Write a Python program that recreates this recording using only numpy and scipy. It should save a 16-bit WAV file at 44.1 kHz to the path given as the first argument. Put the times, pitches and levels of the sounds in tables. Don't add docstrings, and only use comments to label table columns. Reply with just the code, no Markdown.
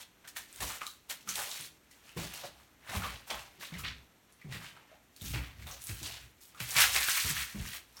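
import sys
import numpy as np
from scipy import signal
from scipy.fft import rfft, irfft, next_fast_len
from scipy.io import wavfile
from scipy.ndimage import map_coordinates

SR = 44100
rng = np.random.default_rng(int(sys.argv[2]) if len(sys.argv) > 2 else 0)


def elevation(decibels):
    levels = np.asarray(decibels, float)
    return 10 ** (levels / 20)


def transcribe(signal):
    frames = np.atleast_2d(signal).T
    limited = np.clip(frames, -1, 1)
    pcm = np.round(limited * 32767).astype(np.int16)
    wavfile.write(sys.argv[1], SR, pcm)


N = 352800


def unit(x):
    return x / np.sqrt(np.mean(x ** 2) + 1e-20)


def along(points, hz):
    f, value = np.transpose(points)
    return np.interp(np.log(hz + 1), np.log(f + 1), value)


def curve(points):
    s, value = np.transpose(points)
    return np.interp(np.arange(N) / SR, s, value)


def wobble(rate):
    knots = rng.standard_normal(int(N * rate / SR) + 4)
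    return map_coordinates(knots, [np.arange(N) * rate / SR])


def filtered(x, response):
    size = next_fast_len(N + SR // 2)
    return irfft(rfft(x, size) * response(np.fft.rfftfreq(size, 1 / SR)), size)[:N]


def peak(f, hz, width_hz):
    return 1j * f * width_hz / (hz * hz - f * f + 1j * f * width_hz)


def high_pass(f, hz):
    return -f * f / (hz * hz - f * f + 1j * np.sqrt(2) * f * hz)


def rings(start, hz, cycles, gain, size):
    turns = np.arange(size) * hz[:, None] / SR
    decay = np.exp(-np.log(1000) * turns / (2 * np.reshape(cycles, (-1, 1))))
    onset = 1 - np.exp(-2 * turns)
    shape = np.sin(2 * np.pi * turns) * decay * onset
    where = start[:, None] + np.arange(size)
    return np.bincount(where.ravel(), (gain[:, None] * shape).ravel(), N + size)[:N]


def pressed(rows, fade=1):
    s, db, rise, hold, t60 = np.transpose(rows)[:5, :, None]
    t = np.arange(0, N, 32) / SR - s
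    held = np.clip(t, 0, hold)
    swell_db = 29.5 * np.minimum(t, 0) / rise
    sag_db = 23 * held
    fade_db = 60 * np.maximum(t - held, 0) / (fade * t60)
    return elevation(db + swell_db - sag_db - fade_db)


def together(gains, rest_db):
    total = np.sqrt(np.sum(gains ** 2, axis=0) + elevation(rest_db) ** 2)
    return np.interp(np.arange(N), np.linspace(0, N, len(total), endpoint=False), total)


def crushed(kind, hz, envelope, size):
    octaves, cycles, rate = kind
    when, sign, luck = rng.random((3, int(rate * N / SR)))
    spread = rng.standard_normal(len(when)).clip(-2, 2)
    start = (when * N).astype(int)
    pitch = np.clip(hz[start] * 2 ** (octaves * spread), 200, SR / 2.6)
    loudness = elevation(-2.6 * np.log(1 - .997 * luck))
    gain = np.sign(sign - .5) * loudness * np.sqrt(pitch)
    level = np.sqrt(np.mean(rings(start, pitch, cycles, gain, size) ** 2))
    return rings(start, pitch, cycles, gain * envelope[start] / level, size)


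# (t/s at full pressure, level/dB before the slip, rise/s,
# hold/s, fade t60/s, coarse lumps level/dB above that, fine grit level/dB above that)
SOLE_PRESSES = [(0.0, -49, .01, 0.034, 0.041, -8, -2), (0.244, -54, 0.0086, 0.023, 0.12, -2, -12),
                (0.276, -51.5, 0.0064, 0.018, .08, -20, 6), (0.369, -40.5, 0.022, .005, 0.2, -11.5, 2.5),
                (0.59, -51, 0.3, .005, .05, -12, 0.5), (0.605, -42, 0.0078, .15, 0.21, -5.5, 2),
                (0.815, -40.5, 0.021, 0.0018, .2, -18, -15), (0.864, -53, .03, 0.02, 0.25, -21, 7.5),
                (1.102, -37.5, 0.016, 0.0068, 0.16, -4, 0.5), (1.293, -41.5, 0.038, 0.38, 0.13, -30, -0.5),
                (1.389, -46.5, .06, 0.022, 0.6, 6.5, 7), (1.51, -51, .03, 0.06, 0.14, -18, -10),
                (1.912, -65, 0.0077, 0.0043, 0.34, -15, 9), (2.09, -56.5, 0.3, .005, .45, -7, -3.5),
                (2.17, -44.5, 0.018, 0.29, 0.25, -4, -1.5), (2.437, -44.5, 0.076, .005, 0.29, -6, -17),
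                (2.6, -62.5, 0.14, .005, 0.42, 0, -3), (2.891, -46.5, 0.14, .03, .2, -21, -14),
                (2.938, -39, 0.097, .02, 0.6, 1.5, -3.5), (3.045, -39.5, 0.081, 0.035, 0.47, -4.5, -8.5),
                (3.276, -53.5, 0.025, 0.03, 0.13, 4, 5), (3.305, -30.5, 0.013, .002, 0.078, 2.5, -11),
                (3.325, -43, .02, .01, 0.59, 2.5, -6.5), (3.6, -50.5, .012, 0.063, 0.26, -5, 0),
                (3.625, -40.5, 0.046, .005, 0.19, -9, -10), (3.748, -47, 0.24, .005, 0.66, -12, -11.5),
                (3.785, -53.5, .01, 0.02, 0.21, -15, 8), (3.84, -38, 0.02, 0.045, 0.24, -32, -30),
                (4.295, -61, .04, .005, .15, -18, -10), (4.395, -62, 0.017, .02, 0.23, -25, -22),
                (4.528, -44, 0.068, 0.15, 0.28, -10.5, -9), (4.766, -58, .06, .005, 1, -3, -21),
                (4.91, -59.5, .1, .005, 0.35, -4, -23), (5.163, -63, .004, 0.0055, 0.11, -20, 11),
                (5.17, -63, .06, 0.035, .2, -20, -9), (5.219, -53.5, .01, 0.035, .2, -30, 7),
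                (5.28, -42.5, 0.12, .005, 0.42, -32, 2.5), (5.338, -38, 0.022, .005, 0.6, -7, -12),
                (5.627, -54.5, 0.14, .005, 0.23, -12, -4), (5.669, -48, .015, 0.06, 0.46, -2.5, -2.5),
                (5.82, -62, 0.047, 0.062, .3, -20, 15.5), (5.894, -45, 0.081, 0.0046, 0.95, -16, 1.5),
                (6.031, -41.5, 0.084, 0.11, 0.42, -10, -9), (6.412, -69.5, 0.013, 0.034, 0.39, -30, 16),
                (6.597, -49, 0.13, 0.0056, .1, -7, -6), (6.602, -37, .008, 0.0044, 0.3, -11, -0.5),
                (6.704, -41.5, 0.089, 0.018, .3, -5, 6), (6.765, -26.5, 0.028, 0.055, 0.34, -9.5, -5),
                (6.824, -21, 0.14, 0.0073, 0.22, -21, -1), (6.897, -32, .05, 0.13, 0.71, -20, -1),
                (6.948, -37.5, 0.026, 0.022, 0.16, -4.5, 5), (7.097, -31, 0.2, 0.18, 0.54, -41, 1),
                (7.381, -31, 0.15, 0.0055, 0.36, -31.5, -2.5), (7.671, -43, 0.39, 0.1, 0.17, -16, -1),
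                (7.995, -58, 0.27, 0.0087, .3, 1.5, 3.5)]
# (t/s, f/Hz)
CHIP_PITCH_WALK = [(0.0, 3570), (0.24, 1810), (0.31, 2680), (0.84, 2090), (0.87, 3500), (1.42, 2340),
                   (1.51, 3520), (1.98, 2160), (2.49, 3040), (2.78, 2030), (3.41, 2650), (5.06, 2060),
                   (5.17, 4240), (5.39, 2050), (5.75, 3080), (5.95, 2260), (6.04, 3680), (6.26, 2470),
                   (7.96, 2530), (8.0, 3030)]
# (t/s, f/Hz)
GRIT_PITCH_WALK = [(0, 9000), (1.2, 9400), (2, 8500), (3.4, 8300), (3.8, 10100), (4.7, 8000), (5.1, 11000),
                   (6.05, 11500), (6.2, 7950), (6.45, 11000), (6.7, 8600), (8, 9100)]
LUMPS, CHIPS, GRIT = (0.33, 1.87, 900), (0.52, 2.33, 3000), (0.7, 2.83, 5000)
SHARDS = (0.71, 2.5, 70)
CHIPS_REST_DB, LUMPS_REST_DB, GRIT_REST_DB = -73, -95, -73.5


def crunch():
    lumps_db, grit_db = np.transpose(SOLE_PRESSES)[5:, :, None]
    presses = pressed(SOLE_PRESSES)
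    lump_presses = pressed(SOLE_PRESSES, fade=0.88) * elevation(lumps_db)
    slip = elevation(-4.0 + 1.4 * wobble(30))
    push = slip * together(presses, CHIPS_REST_DB)
    heave = slip * together(lump_presses, LUMPS_REST_DB)
    rasp = slip * together(presses * elevation(grit_db), GRIT_REST_DB)

    coarse, medium, fine = (2 ** (.13 * wobble(45)) for _ in range(3))
    lumps = crushed(LUMPS, 850 * coarse, heave * elevation(-1.5 + 2.35 * wobble(40)), size=400)
    chips = crushed(CHIPS, curve(CHIP_PITCH_WALK) * medium, push * elevation(0.92 * wobble(90)), size=170)
    grit = crushed(GRIT, curve(GRIT_PITCH_WALK) * fine, rasp * elevation(1.9 + 0.86 * wobble(90)), size=40)
    shards = crushed(SHARDS, 3500 * medium, np.sqrt(push * rasp) * elevation(-11.5), size=170)

    low = filtered(lumps, lambda f: high_pass(f, 520))
    high = filtered(chips + grit + shards, lambda f: high_pass(f, 1106))
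    return low + high


# (t/s, level/dB before ring and crack are balanced, f/Hz,
# crumbs level/dB relative to that, fine crumbs level/dB relative to the crumbs before a common lift)
BREAKING_PIECES = [(0.015, -32, 3520, -22, -8), (0.248, -45, 1560, -10, -14), (0.278, -40, 1880, -27, -12),
                   (0.364, -29, 1880, -17.5, -19), (0.528, -32, 8650, -22, -17),
                   (0.561, -30, 8700, -17, -15), (0.605, -29.5, 1820, -15, 0),
                   (0.624, -30.5, 1020, -12, -3), (0.699, -35, 1290, -14, -14),
                   (0.817, -23.5, 1230, -15, -11.5), (0.832, -28.5, 1180, -25, 1),
                   (0.867, -19.5, 4060, -25, -12), (1.099, -20.5, 3930, -30, -12),
                   (1.209, -43.5, 2940, -19, 4), (1.275, -32, 1330, -11.5, -8),
                   (1.29, -15, 6300, -16.5, -8.5), (1.356, -21, 9600, -16.5, -1),
                   (1.392, -25, 1620, -21, 0), (1.515, -26, 3970, -15.5, -8), (1.61, -24, 9310, -19, -14),
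                   (1.639, -31, 3900, -20, -8), (1.912, -49, 1980, -16, -1), (2.093, -34.5, 2950, -20, -10),
                   (2.173, -32, 1060, -23, -30), (2.252, -45, 2240, -22, -10),
                   (2.338, -29.5, 2820, -16.5, 3), (2.438, -34.5, 630, -13, -8),
                   (2.872, -45, 1530, -22, -12), (2.893, -31.5, 2060, -13, -5),
                   (3.021, -26.5, 1300, -14, -16), (3.042, -27.5, 1180, -12.5, -15),
                   (3.275, -44, 1510, -13, -10), (3.304, -20.5, 3280, -17, -14),
                   (3.393, -31.5, 2670, -17.5, -2), (3.611, -34, 1910, -16, -17),
                   (3.648, -30, 3850, -15, -10), (3.74, -31.5, 2060, -14.5, -22),
                   (3.792, -37.5, 1240, -12.5, -8), (3.846, -34, 3900, -0.5, -34),
                   (4.324, -42.5, 10000, -15, -11), (4.415, -46, 2130, -8, -15),
                   (4.525, -27.5, 2060, -27, -18), (4.665, -36, 3250, -17, -12),
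                   (4.766, -42, 1470, -15.5, -12), (4.916, -45.5, 650, -14, -17),
                   (4.943, -45.5, 770, -18, -16), (5.164, -36, 4570, -22, -20),
                   (5.212, -37.5, 3700, -10.5, -5), (5.26, -28, 6210, -15, -8),
                   (5.346, -30.5, 2380, -7.5, -16), (5.624, -39, 2190, -16, -6),
                   (5.67, -29, 3630, -18, -19), (5.713, -29, 6240, -10.5, -16), (5.819, -33, 9480, -13, -7),
                   (5.84, -26, 11100, -11, -23), (5.87, -24.5, 8850, -14, -9), (6.03, -25.5, 4360, -18, 1),
                   (6.061, -28, 4030, -19.5, 2.5), (6.414, -49, 6250, -22, -5),
                   (6.547, -44.5, 1260, -10, -7.5), (6.603, -23, 2580, -30, -2),
                   (6.708, -20.5, 6770, -18, -14), (6.765, -15.5, 2340, -15, -3),
                   (6.785, -16, 2160, -13, 0), (6.962, -13.5, 2280, -14.5, -5.5),
                   (7.015, -22.5, 1730, -16.5, -3), (7.086, -13.5, 1600, -27.5, -9),
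                   (7.143, -24, 2410, -22, -2), (7.176, -24, 2360, -10, -18), (7.2, -19, 4300, -13.5, -4),
                   (7.366, -26, 1750, -12, -19), (7.969, -35.5, 5420, -13, -17)]


def snaps(count=120):
    s, db, hz, crumbs_db, fine_db = np.transpose(BREAKING_PIECES)
    start = np.round(s * SR).astype(int)
    ring = elevation(-6.0) * rings(start, hz, 11.8, elevation(db), size=800)
    crack = rings(start, np.clip(1.84 * hz, 200, 8000), 1.8, elevation(db + 9), size=120)

    late, sign, kin = np.moveaxis(rng.random((len(s), 3, count)), 1, 0)
    spread = rng.standard_normal((len(s), count)).clip(-2, 2)
    late = .07 * late ** 1.5
    large = kin < .5
    near_pitch, fine_pitch = hz[:, None] * 2 ** (0.06 * spread), 8000 * 2 ** (0.58 * spread)
    pitch = np.where(large, near_pitch, fine_pitch).clip(200, SR / 2.6)
    cycles = np.where(large, 11, 4)
    size_db = np.where(large, 1.5, fine_db[:, None] + 16.5)
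    fall_db = 60 * late / 0.3
    gain = np.sign(sign - .5) * elevation((db + crumbs_db)[:, None] - fall_db + size_db)
    crumb_start = (start[:, None] + late * SR).astype(int)
    crumbs = rings(crumb_start.ravel(), pitch.ravel(), cycles.ravel(), gain.ravel(), size=400)
    return ring + crack + crumbs


# (f/Hz, width/Hz, level/dB)
BOARD_MODES = [(61.75, 9.6, -6.5), (86.7, 15, -5.5), (122, 34, -2.5), (178, 16, -2.5), (212, 55, -13),
               (278, 35, -1)]


def wood(f):
    return sum((-1) ** k * elevation(db) * peak(f, hz, width)
               for k, (hz, width, db) in enumerate(BOARD_MODES))


# (t/s, level/dB before the boards answer, f/Hz, t60/s,
# rattle level/dB relative to that before its filter and lift)
LANDINGS = [(0.608, -48.5, 103.7, 0.41, 0.5), (1.267, -54, 181.2, 0.52, -5),
            (1.595, -55.5, 142.3, 0.45, -7), (2.164, -37.5, 148, 0.43, -5.5), (2.434, -67, 178, 0.28, 9),
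            (2.89, -47.5, 108, 0.22, -1), (2.946, -37.5, 195.8, 0.43, -14), (2.964, -29, 80, 0.23, -34),
            (3.315, -51, 198, 0.25, -5), (3.582, -60, 177, 0.37, -0.5), (3.721, -38.5, 165.8, 0.49, -25),
            (3.761, -42, 74, 0.31, -29), (3.83, -49, 93, 0.32, -8.5), (4.445, -41.5, 138.5, 0.57, -19),
            (4.49, -39.5, 108, 0.36, -36), (4.545, -43.5, 164.6, 0.4, -17), (5.217, -36, 91, 0.17, -25),
            (5.238, -45.5, 171, 0.4, -19), (5.338, -32, 116, 0.25, -33), (5.356, -44, 293.6, 0.37, -18),
            (5.391, -45, 67, 0.22, -21), (5.892, -37, 103, 0.27, -18), (6.012, -49.5, 296, 0.33, -16),
            (6.019, -44, 100.2, 0.48, -18), (6.605, -38.5, 113, 0.34, -43), (6.761, -37, 113.5, 0.19, -32),
            (7.246, -32.5, 95.5, 0.16, -9.5), (7.3, -34.5, 130.2, 0.2, -34),
            (7.546, -36.5, 181.6, 0.4, -14.5)]


def thumps():
    push, rattle, t = np.zeros(N + SR), np.zeros(N + SR), np.arange(SR // 2) / SR
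    for s, db, hz, t60, rattle_db in LANDINGS:
        phase = np.cumsum(rng.normal(0, 0.05, len(t)))
        phase -= 2 * np.pi * hz * 0.0029 * np.exp(-t / 0.019)
        fade = elevation(db - 60 * t / t60) * (1 - np.exp(-t / 0.0015))
        here = slice(round(s * SR), round(s * SR) + len(t))
        push[here] += fade * np.sin(2 * np.pi * hz * t + phase)
        rattle[here] += fade * elevation(rattle_db) * rng.standard_normal(len(t))
    answer = filtered(push[:N], wood)
    dull = filtered(rattle[:N], lambda f: peak(f, 296, 244) ** 2 + elevation(3.5) * wood(f))
    return push[:N] + elevation(-13.0) * answer + elevation(23.0) * dull


# (t/s at full weight, level/dB before the wobble,
# rise/s, hold/s, fade t60/s)
WEIGHT_SHIFTS = [(.63, -49, 0.11, .01, 0.2), (1.38, -64, .1, .01, 1.1), (2.186, -44, 0.028, 0.023, 0.35),
                 (2.97, -38.5, 0.047, 0.067, 0.51), (3.349, -52, 0.097, .01, 0.41),
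                 (3.8, -50, 0.096, 0.092, 0.55), (4.56, -56.5, .1, 0.094, 0.57),
                 (5.225, -44, 0.033, 0.088, 0.71), (5.401, -41.5, .1, 0.027, .6),
                 (5.6, -51, .15, 0.2, 0.13), (5.93, -47.5, 0.12, 0.2, 0.23), (6.242, -56, .15, 0.011, 0.36),
                 (6.615, -57, .02, .12, .5), (6.863, -47.5, 0.4, .02, 1), (7.26, -46.5, 0.033, 0.16, 0.27),
                 (7.58, -44, .06, 0.037, 0.41)]


def rolling_weight():
    noise = rng.standard_normal(N)
    rumble = unit(filtered(noise, lambda f: wood(f) * peak(f, 64, 75) ** 2))
    sway = np.cumsum(rng.normal(0, 0.0304, N))
    hum = np.sin(2 * np.pi * BOARD_MODES[0][0] * np.arange(N) / SR + sway)
    weight = together(pressed(WEIGHT_SHIFTS), -74)
    return weight * elevation(3.4 * wobble(10)) * (elevation(-4) * rumble + elevation(1.5) * hum)


def boards():
    return filtered(thumps() + rolling_weight(), lambda f: high_pass(f, 40.6))


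# (f/Hz, t60/s)
CORRIDOR_DECAY = [(100, 0.16), (1000, 0.35), (4000, 0.34), (12000, 0.23)]


def corridor(x):
    out, step = np.zeros(N + SR), SR // 5
    for at in range(0, N, step):
        hz, t, bins = signal.stft(rng.standard_normal(SR // 3), SR, nperseg=256)
        decay = elevation(-60 * t / along(CORRIDOR_DECAY, hz)[:, None])
        tail = signal.istft(bins * decay, SR, nperseg=256)[1]
        answer = signal.fftconvolve(x[at:at + step], tail / np.linalg.norm(tail))
        out[at + 130:][:len(answer)] += answer
    return out[:N]


# (f/Hz, level/dB per Hz)
HUSH_COLOUR = [(15, -43), (25, -8), (70, -2), (270, 1), (516, -5.5), (1650, -8.5), (2160, -9),
               (4370, -15.5), (4870, -20), (5880, -14.5), (10400, -24), (13600, -15), (16000, -47)]


def hush():
    noise = unit(filtered(rng.standard_normal(N), lambda f: elevation(along(HUSH_COLOUR, f))))
    return elevation(-66 + wobble(3)) * noise


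# (f/Hz, width/Hz, depth 0-1)
SHADED_BANDS = [(4910, 94, 1), (10370, 240, 0.98)]


def camera_body(x):
    def shade(f):
        return np.prod([1 - depth * peak(f, hz, width) for hz, width, depth in SHADED_BANDS], axis=0)
    return filtered(x, shade)


def scene():
    debris = crunch() + snaps()
    return (debris + elevation(-8.5) * corridor(debris) + boards() + hush())[None]


def low_pass(x):
    return signal.sosfilt(signal.butter(12, 16660, fs=SR, output="sos"), x)


def record(dry):
    mix = camera_body(dry[0])[None]
    return low_pass(mix)


dry = scene()
out = record(dry)
transcribe(out)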